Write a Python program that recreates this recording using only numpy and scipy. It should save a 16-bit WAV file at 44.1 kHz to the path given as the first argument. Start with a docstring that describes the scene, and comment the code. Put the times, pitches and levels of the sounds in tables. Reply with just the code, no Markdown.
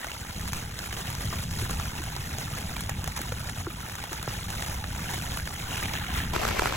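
"""Heavy rain on a tent, heard from inside on a microphone pair, over a small pot with a drink in it.
Drops snap on the taut fabric overhead, fine spray fizzes above them and the panels drum softly below.
A plastic spoon stirs: it ticks, taps and scrapes on the pot wall, and the drink plops.
Near the end the microphones jump to the bedding, where the rain on the fabric is louder and fuller."""
import sys
import numpy as np
from scipy import signal
from scipy.fft import rfft, irfft, next_fast_len
from scipy.io import wavfile
from scipy.ndimage import uniform_filter1d

SR = 44100
rng = np.random.default_rng(int(sys.argv[2]) if len(sys.argv) > 2 else 0)


def wav_out(sig):
    """Save sig, one row per channel (or a flat mono array), as 16-bit PCM at SR to the path in sys.argv[1]."""
    wavfile.write(sys.argv[1], SR, np.round(np.clip(np.atleast_2d(sig).T, -1, 1) * 32767).astype(np.int16))


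N = 298116
TIME = np.arange(N) / SR


def rainfall(flurry_db=1.0, flurry_s=.04, spray_swing=1.87):
    """Middling drops pat on the roof, tiny ones tick above. Gives steady pats, flurried patter and spray."""
    pats = shower(per_s=520, spread_db=3.15, largest=2.27, span_hz=(640, 4290),
                  burst_s=.002, ring_db=-6, q=13.3)
    specks = shower(per_s=900, spread_db=3.5, largest=3.1, span_hz=(2587, 12570),
                    burst_s=.0022, ring_db=-1, q=22)
    knots = np.arange(0, N / SR + 1, flurry_s)
    flurry = gain_of(flurry_db * np.interp(TIME, knots, rng.standard_normal(1000)[:len(knots)]))
    patter = flurry * far_wash(pats, db=-9)
    spray = flurry ** spray_swing * far_wash(unit_rms(specks + pats), db=-7)
    return pats, patter, spray


def shower(per_s, spread_db, largest, span_hz, burst_s, ring_db, q, count=160):
    """Drops of random size land at random times on spots of differing tautness, each with its own pitch."""
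    lands = rng.random(N) < per_s / SR
    strength = gain_of(spread_db * np.minimum(rng.exponential(1, N), largest))
    spot_hit = rng.integers(0, count, N)
    spots = [impact(hz, ring_db, q, burst_s * 2 ** rng.uniform(-1, 1), tail_db=-11)
             for hz in np.geomspace(*span_hz, count)]
    out = np.zeros((2, N))
    for i in np.flatnonzero(lands):
        add(out, i / SR, strength[i] * spots[spot_hit[i]])
    return unit_rms(out)


def impact(hz, ring_db, q, burst_s, tail_db=-13, tail_s=.008, size=2200):
    """One hit of unit energy: a crack, a short burst and its scatter, ringing at the pitch of the spot."""
    t = np.arange(size) / SR
    crack = np.exp(-t / .0006)
    scatter = gain_of(tail_db) * np.exp(-t / tail_s)
    burst = rng.standard_normal((2, size)) * (crack + np.exp(-t / burst_s) + scatter)
    ring = signal.lfilter(*signal.iirpeak(hz, q, SR), burst)
    return unit_rms(unit_rms(burst) + gain_of(ring_db) * unit_rms(ring)) / np.sqrt(2 * size)


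# Strength of the rain above the pot: (time [s], relative patter level [dB], relative spray level [dB])
RAIN_OVER_POT = [(0.0, -39.5, -42.5), (0.1, -39.5, -42), (0.2, -46, -47), (0.4, -43.5, -42.5),
                 (0.64, -45.5, -44.5), (1.0, -41.5, -42.5), (1.4, -40.5, -39.5), (1.47, -49, -45.5),
                 (1.6, -39.5, -37.5), (1.9, -42.5, -44), (2.5, -42.5, -42.5), (2.97, -43.5, -45.5),
                 (3.5, -44, -44), (3.75, -44, -47), (4.05, -40.5, -42), (4.74, -41, -41.5),
                 (4.87, -47, -47.5), (5.06, -38.5, -39.5), (5.58, -42.5, -43), (5.84, -33.5, -39),
                 (6.02, -36.5, -43.5), (6.14, -33, -41.5), (6.3, -40.5, -46.5)]
# The fabric heard from the pot, and the spray from either place: (frequency [Hz], relative level [dB])
FABRIC_FROM_POT = [(100, -14), (250, 5), (400, -4), (550, -9), (830, 2.5), (1050, 0), (1400, 3.5),
                   (2200, 3.5), (4000, -0.5), (6000, -18), (10000, -26.5), (16000, -7.5)]
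SPRAY_COLOUR = [(500, 5.5), (2000, -5.5), (3700, -0.5), (5300, 0.5), (7000, 1), (9000, -3), (11000, -1),
                (13000, -5.5), (16000, -6.5)]
def rain_over_pot(patter, spray):
    """Rain on the roof with the microphones at the pot; the patter grows heavier near the end."""
    fabric = colour(patter * follow(RAIN_OVER_POT, column=1), FABRIC_FROM_POT)
    fizz = colour(spray * follow(RAIN_OVER_POT, column=2), SPRAY_COLOUR)
    return gain_of(-4) * fabric + gain_of(1.55) * fizz


# The fabric heard from the bedding: (frequency [Hz], relative level [dB])
FABRIC_FROM_BED = [(100, 5), (250, 0.5), (550, 1), (850, -4), (1400, -5), (2200, -1), (4000, -10),
                   (6500, -14), (10000, -27), (16000, -27)]
def rain_over_bed(pats, spray):
    """Rain on the roof with the microphones at the bedding: steady, with more far drops in it."""
    fabric = colour(far_wash(pats, db=-2.5), FABRIC_FROM_BED)
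    return gain_of(-34) * fabric + gain_of(-38) * colour(spray, SPRAY_COLOUR)


# Single loud drops overhead: (time [s], relative level [dB], snap offset [dB], pitch [Hz])
FAT_DROPS = [(0.044, -25, -4, 1510), (0.068, -32, 2.5, 1110), (0.116, -28, -4, 2300),
             (0.532, -29.5, -11, 1260), (0.79, -30, 4, 1640), (0.8715, -35.5, 4, 920),
             (0.927, -27, -2, 2200), (1.151, -32, 6, 1500), (1.695, -26.5, -15, 1160),
             (1.709, -28, 5, 1400), (1.7981, -25.5, -3, 1130), (2.1644, -27.5, 1, 840),
             (2.384, -32, 6, 855), (2.585, -31.5, 2, 2000), (2.7654, -32, 7, 890), (2.8926, -29.5, -8, 860),
             (3.042, -34, 1, 1540), (3.076, -33, -9, 800), (3.174, -33, -13, 900), (3.192, -31.5, -12, 970),
             (3.322, -27, -4, 1410), (4.039, -28.5, 0, 825), (4.13, -26.5, 2, 1250), (4.2279, -32, 6, 1200),
             (4.277, -32, -14, 1240), (4.5415, -31, -8, 820), (4.623, -25.5, -1, 1710),
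             (4.8402, -25.5, -9, 1330), (5.3725, -26, -3, 1240), (5.474, -27, -8, 1700),
             (5.7915, -31, -12, 2840), (5.8333, -28, 1.5, 1210), (5.856, -23.5, -8, 2200),
             (5.936, -24, -2.5, 2450), (6.1038, -31, -15, 1500), (6.1721, -27, -14, 2220),
             (6.337, -31, -1.5, 790), (6.3621, -20.5, -9, 990), (6.434, -28, -12, 1060),
             (6.451, -21.5, -6, 920), (6.488, -24, -24, 1350), (6.518, -30, -18, 1810),
             (6.5942, -17.5, -7.5, 1270), (6.621, -24, -14, 750), (6.6573, -18.5, -15, 1190),
             (6.6724, -24, -4.5, 1500), (6.697, -29, -14, 1590), (6.724, -26.5, -6, 1030)]
# Their slap on the fabric: (frequency [Hz], relative level [dB])
SLAP_COLOUR = [(100, -27), (350, 4), (800, 3), (1400, 0.5), (2200, -2), (4000, 0), (8000, -35),
               (16000, -30)]
def fat_drops(slap_db, dent_db, snap_db, thud_db, echo_s=.003, echo_db=-11):
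    """Each fat drop dents the fabric, slaps, and adds a bright snap of water and a brief low thud."""
    slaps, snaps, dents = np.zeros((3, 2, N))
    t = np.arange(SR // 20) / SR
    for s, db, snap_offset_db, hz in FAT_DROPS:
        slap = impact(hz, ring_db=-6, q=3, burst_s=.0018)
        snap = impact(rng.uniform(4000, 11000), ring_db=-7, q=4, burst_s=.0022)
        thud_hz = 390 * 2 ** rng.uniform(-.3, .3)
        thud = np.sin(2 * np.pi * thud_hz * t) * np.exp(-t / .005)
        add(slaps, s + .001, gain_of(db + slap_db) * slap)  # just after the fabric first gives
        add(snaps, s, gain_of(db + snap_offset_db + snap_db) * snap)
        add(dents, s, gain_of(db + dent_db) * dent(hz))
        add(dents, s + echo_s, gain_of(db + dent_db + echo_db) * dent(hz))  # off the nearest tent wall
        add(dents, s, gain_of(db + thud_db) * thud)
    return colour(slaps, SLAP_COLOUR) + dents + colour(snaps, SPRAY_COLOUR)


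def dent(hz, rise_cycles=.48, glide=.98):
    """The fabric dents and springs back in a short falling chirp, since its fast ripples arrive first."""
    t = np.arange(SR // 50) / SR
    age = t * hz / rise_cycles
    pitch = hz * (1 + glide * np.exp(-age)) * np.exp(-age / 10)
    return age * np.exp(1 - age) * np.sin(2 * np.pi * np.cumsum(pitch) / SR)


# Sharp ticks, mostly the spoon on the pot: (time [s], relative level [dB], pitch [Hz])
SPOON_TICKS = [(0.412, -32.5, 6480), (0.477, -29.5, 7100), (0.521, -33, 6000), (0.5324, -25.5, 6300),
               (0.859, -35, 11000), (1.1022, -29.5, 10400), (1.51, -33, 7200), (2.038, -30, 7600),
               (2.807, -27.5, 10200), (2.8945, -23.5, 7000), (3.042, -28.5, 8140), (3.0756, -25.5, 7500),
               (3.164, -29, 6000), (3.1732, -30.5, 5600), (3.19, -33, 6840), (3.2158, -26, 10500),
               (3.897, -32, 5400), (3.9535, -30, 6500), (4.503, -29, 7040), (5.113, -31, 11500),
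               (5.37, -34, 11000)]
# Their colour at the pot: (frequency [Hz], relative level [dB])
TICK_COLOUR = [(200, -33), (800, 7.5), (2500, 6.5), (5000, 0), (11000, -0.5), (16000, -4)]
def spoon_ticks(gain_db=23):
    """Hard, bright contacts that die at once."""
    out = np.zeros((2, N))
    for s, db, hz in SPOON_TICKS:
        contact = impact(hz, ring_db=-7, q=6, burst_s=.0028, tail_db=-14, tail_s=.009)
        add(out, s, gain_of(db + gain_db) * contact)
    return colour(out, TICK_COLOUR)


# Taps on the pot wall: (time [s], relative level [dB], pitch the spot favours [Hz], spread [octaves])
SPOON_TAPS = [(0.0325, -26.5, 1750, 0.22), (2.7653, -24, 2630, 0.34), (2.8936, -25, 1810, 0.34),
              (2.8945, -25, 780, 0.4), (3.077, -32, 900, 1.2), (3.164, -33, 1600, 0.48),
              (3.3211, -29, 1400, 0.95), (3.4895, -28, 1950, 0.29), (3.668, -25.5, 1270, 0.3),
              (4.2769, -26, 1400, 0.37)]
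# Modes of the filled pot: (frequency [Hz], relative level [dB], time to fall 60 dB [s])
FILLED_POT_MODES = [(795, -5, 0.044), (1150, -2, 0.018), (1360, -2, 0.025), (1890, -1, 0.024),
                    (2360, -2, 0.028), (3180, -4, 0.035)]
def spoon_taps():
    """The spoon taps the filled pot; where it strikes decides which of the damped modes speak."""
    out, t = np.zeros((2, N)), np.arange(SR // 8) / SR
    hz, mode_db, t60 = np.transpose(FILLED_POT_MODES)[:, :, None]
    for s, db, spot_hz, octaves in SPOON_TAPS:
        share = np.exp(-(np.log2(hz / spot_hz) / octaves) ** 2)
        modes = share * gain_of(mode_db - 60 * t / t60) * np.sin(2 * np.pi * hz * t)
        add(out, s, gain_of(db) * modes.sum(0))
    return out


# Short scrapes along the pot wall: (time [s], length [s], level [dB])
SPOON_SCRAPES = [(0.478, 0.018, -37.5), (3.156, 0.028, -35), (3.49, 0.012, -34)]
# Their colour at the pot: (frequency [Hz], relative level [dB])
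SCRAPE_COLOUR = [(300, -25), (900, 4), (1800, 1), (3000, -5), (6000, -4), (11000, -5), (16000, -28)]
def spoon_scrapes(slips_per_s=700, grit_db=-9):
    """The spoon drags in a quick run of tiny slips, with grit between them."""
    out = np.zeros((2, N))
    for s, length, db in SPOON_SCRAPES:
        size = round(length * SR)
        slips = (rng.random(size) < slips_per_s / SR) * rng.choice([-1., 1.], (2, size))
        grit = gain_of(grit_db) * rng.standard_normal((2, size))
        drag = unit_rms(unit_rms(slips) + grit)
        add(out, s, gain_of(db) * signal.get_window(("tukey", .5), size) * drag)
    return colour(out, SCRAPE_COLOUR)


# Plops, centred between the microphones: (time [s], level [dB], pitch [Hz], time to fall 60 dB [s])
LIQUID_PLOPS = [(0.0445, -26, 870, 0.014), (0.0705, -29, 744, 0.023), (1.3274, -20, 1210, 0.01),
                (1.3323, -25, 1090, 0.017), (1.622, -31, 404, 0.098), (2.0, -31.5, 353, 0.068),
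                (3.194, -30, 570, 0.018), (3.205, -27.5, 322, 0.042), (3.321, -25, 540, 0.035),
                (3.671, -23.5, 380, 0.062), (4.116, -29, 380, 0.03), (4.277, -14.5, 533, 0.008)]
def plops():
    """Drips and the stirred drink ring briefly, falling in pitch."""
    return sagging_rings(LIQUID_PLOPS, sag=.21)


# Thumps, centred between the microphones: (time [s], level [dB], pitch [Hz], time to fall 60 dB [s])
LOW_THUMPS = [(0.49, -30, 122, 0.11), (1.25, -19, 106, 0.13), (1.615, -20, 73.5, 0.12),
              (1.79, -23, 95, 0.08), (2.335, -24, 87, 0.075), (3.32, -22.5, 124, 0.08),
              (3.58, -20.5, 93, 0.17), (4.277, -18, 127, 0.053), (4.94, -28, 78, 0.09),
              (5.835, -16, 73, 0.055), (6.172, -17.5, 76, 0.091)]
def thumps():
    """Dull, low notes under the rain, nearly steady in pitch."""
    return sagging_rings(LOW_THUMPS, sag=.032)


# Drumming of the tent all around: (time [s], relative wide-panel level [dB], small-panel level [dB])
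PANEL_LEVELS = [(0.0, -50, -57), (0.48, -36, -38), (0.76, -42, -46.5), (1.32, -36, -40.5),
                (1.76, -33, -38.5), (1.92, -38.5, -42.5), (2.56, -40, -40), (3.04, -35, -39),
                (3.16, -41.5, -46.5), (3.32, -38, -40.5), (4.08, -44.5, -49), (4.28, -40.5, -43.0),
                (4.88, -34.5, -43), (5.04, -41, -38), (5.4, -35.5, -42.5), (5.52, -41.5, -44.5),
                (6.28, -34.5, -38), (6.76, -38, -53)]
# How the wide and the small panels answer a push: (frequency [Hz], relative level [dB])
WIDE_PANEL_COLOUR = [(15, -6), (30, -32), (45, -0.5), (80, -0.5), (115, -4.5), (160, -12.5), (300, -33),
                     (1000, -75.5)]
SMALL_PANEL_COLOUR = [(50, -24), (110, -2), (150, 0.5), (200, -2.5), (270, -13), (450, -22.5), (1200, -65)]
def panel_drumming(spectrum, level, per_s, side_db):
    """Drops push whole panels; the pushes merge into long waves, nearly alike at both microphones."""
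    pushes = (rng.random(N) < per_s / SR) * rng.standard_normal((2, N))
    mid, side = colour(pushes, spectrum)
    rumble = mid + gain_of(side_db) * np.array([side, -side])
    running_rms = np.sqrt(uniform_filter1d(mid ** 2, size=6000) + 1e-9)
    return level * rumble / running_rms


def far_wash(near, db):
    """Countless far drops blur into a smooth hiss under the near ones."""
    return unit_rms(near + gain_of(db) * rng.standard_normal((2, N)))


# The pair in each place: (frequency [Hz], likeness [0-1], left phase lead [rad], left over right [dB])
MICS_AT_POT = [(180, 0.99, -0.0, -0.2), (380, 0.57, -0.9, -2.3), (550, 0.22, -1.0, -7.1),
               (780, 0.75, -0.4, -4.3), (1020, 0.38, -1.7, -2.0), (1650, 0.35, 0.0, -0.7),
               (2400, 0.49, 1.6, -0.1), (3300, 0.59, 1.0, -0.0), (4100, 0.72, 2.2, 0.3),
               (4700, 0.96, 3.1, 0.2), (5500, 0.78, 4.5, 0.1), (6600, 0.94, 6.1, 0.1),
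               (9000, 0.93, 9.4, 0.0), (11200, 0.9, 12.6, -0.0), (13300, 0.92, 15.7, 0.1),
               (15000, 0.8, 18.8, 0.0)]
MICS_AT_BED = [(100, 0.97, 0.3, 1.8), (350, 0.29, -1.3, 7.8), (800, 0.62, -1.4, -1.1),
               (1700, 0.6, 0.9, 0.7), (3000, 0.2, -0.2, 0.2), (5000, 0.23, -0.3, 1.2),
               (7000, 0.39, 0.5, 0.6), (9700, 0.71, 3.1, -0.0), (13000, 0.8, 6.3, -0.1),
               (15800, 0.54, 9.4, 0.1)]
def microphone_pair(x, placement):
    """The two microphones hear partly the same sound, shifted in phase and level."""
    size = next_fast_len(N + 2048)
    hz, *columns = np.transpose(placement)
    likeness, phase, balance_db = (np.interp(np.fft.rfftfreq(size, 1 / SR), hz, c) for c in columns)
    left, other = rfft(x, size)
    right = (likeness * left + np.sqrt(1 - likeness ** 2) * other) * np.exp(-1j * phase)
    lean = gain_of(balance_db / 2)
    return irfft(np.array([left * lean, right / lean]), size)[:, :N]


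def sagging_rings(rows, sag, sag_s=.013):
    """One damped mode a row; it swells within a cycle, and its pitch sags by a share as it dies."""
    out, t = np.zeros((2, N)), np.arange(SR // 5) / SR
    for s, db, hz, t60 in rows:
        pitch = hz * (1 - sag * (1 - np.exp(-t / sag_s)))
        cycles = np.cumsum(pitch) / SR
        envelope = np.minimum(2 * cycles, 1) * gain_of(db - 60 * t / t60)
        add(out, s, envelope * np.sin(2 * np.pi * cycles))
    return out


def colour(x, spectrum, size=4096):
    """Causal filter of unit energy with the given spectrum."""
    hz, db = np.transpose(spectrum)
    log_hz = np.log(abs(np.fft.fftfreq(size, 1 / SR)) + 1)
    log_gain = np.log(gain_of(np.interp(log_hz, np.log(hz), db)))
    minimum_phase = np.exp(np.conj(signal.hilbert(log_gain)))
    taps = np.fft.ifft(minimum_phase).real[:size // 2]
    return signal.oaconvolve(x, taps[None] / np.linalg.norm(taps), axes=1)[:, :x.shape[1]]


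def gain_of(db):
    """Decibels to amplitude."""
    return 10 ** (np.asarray(db) / 20)


def unit_rms(x):
    """Scales to an rms of 1."""
    return x / np.sqrt(np.mean(x ** 2) + 1e-20)


def follow(rows, column):
    """Gain at every sample from one dB column of a curve."""
    columns = np.transpose(rows)
    return gain_of(np.interp(TIME, columns[0], columns[column]))


def add(mix, s, sound):
    """Mixes a sound in at s seconds."""
    part = mix[:, max(round(s * SR), 0):][:, :sound.shape[-1]]
    part += sound[..., :part.shape[1]]


def scene(move_s=6.333):
    """Inside the tent: the microphones stand at the pot, then from move_s at the bedding."""
    pats, patter, spray = rainfall()
    at_pot = rain_over_pot(patter, spray)
    at_pot += fat_drops(slap_db=16.5, dent_db=-1.5, snap_db=18.5, thud_db=-16.5)
    at_bed = rain_over_bed(pats, spray)
    spoon = spoon_ticks() + spoon_scrapes()
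    at_bed += fat_drops(slap_db=14, dent_db=5.5, snap_db=21, thud_db=-5)
    placed = np.where(TIME < move_s, microphone_pair(at_pot + spoon, MICS_AT_POT),
                      microphone_pair(at_bed, MICS_AT_BED))
    wide_level = gain_of(1) * follow(PANEL_LEVELS, column=1)
    small_level = gain_of(-.3) * follow(PANEL_LEVELS, column=2)
    wide = panel_drumming(WIDE_PANEL_COLOUR, wide_level, per_s=200, side_db=-26.5)
    small = panel_drumming(SMALL_PANEL_COLOUR, small_level, per_s=500, side_db=-24.5)
    return placed + spoon_taps() + plops() + thumps() + wide + small


def record(dry, edge_hz=15900):
    """The band limit of the recorder."""
    lowpass = signal.firwin(511, edge_hz, window=("kaiser", 9), fs=SR)
    return signal.oaconvolve(dry, lowpass[None], "same")


dry = scene()
out = record(dry)
wav_out(out)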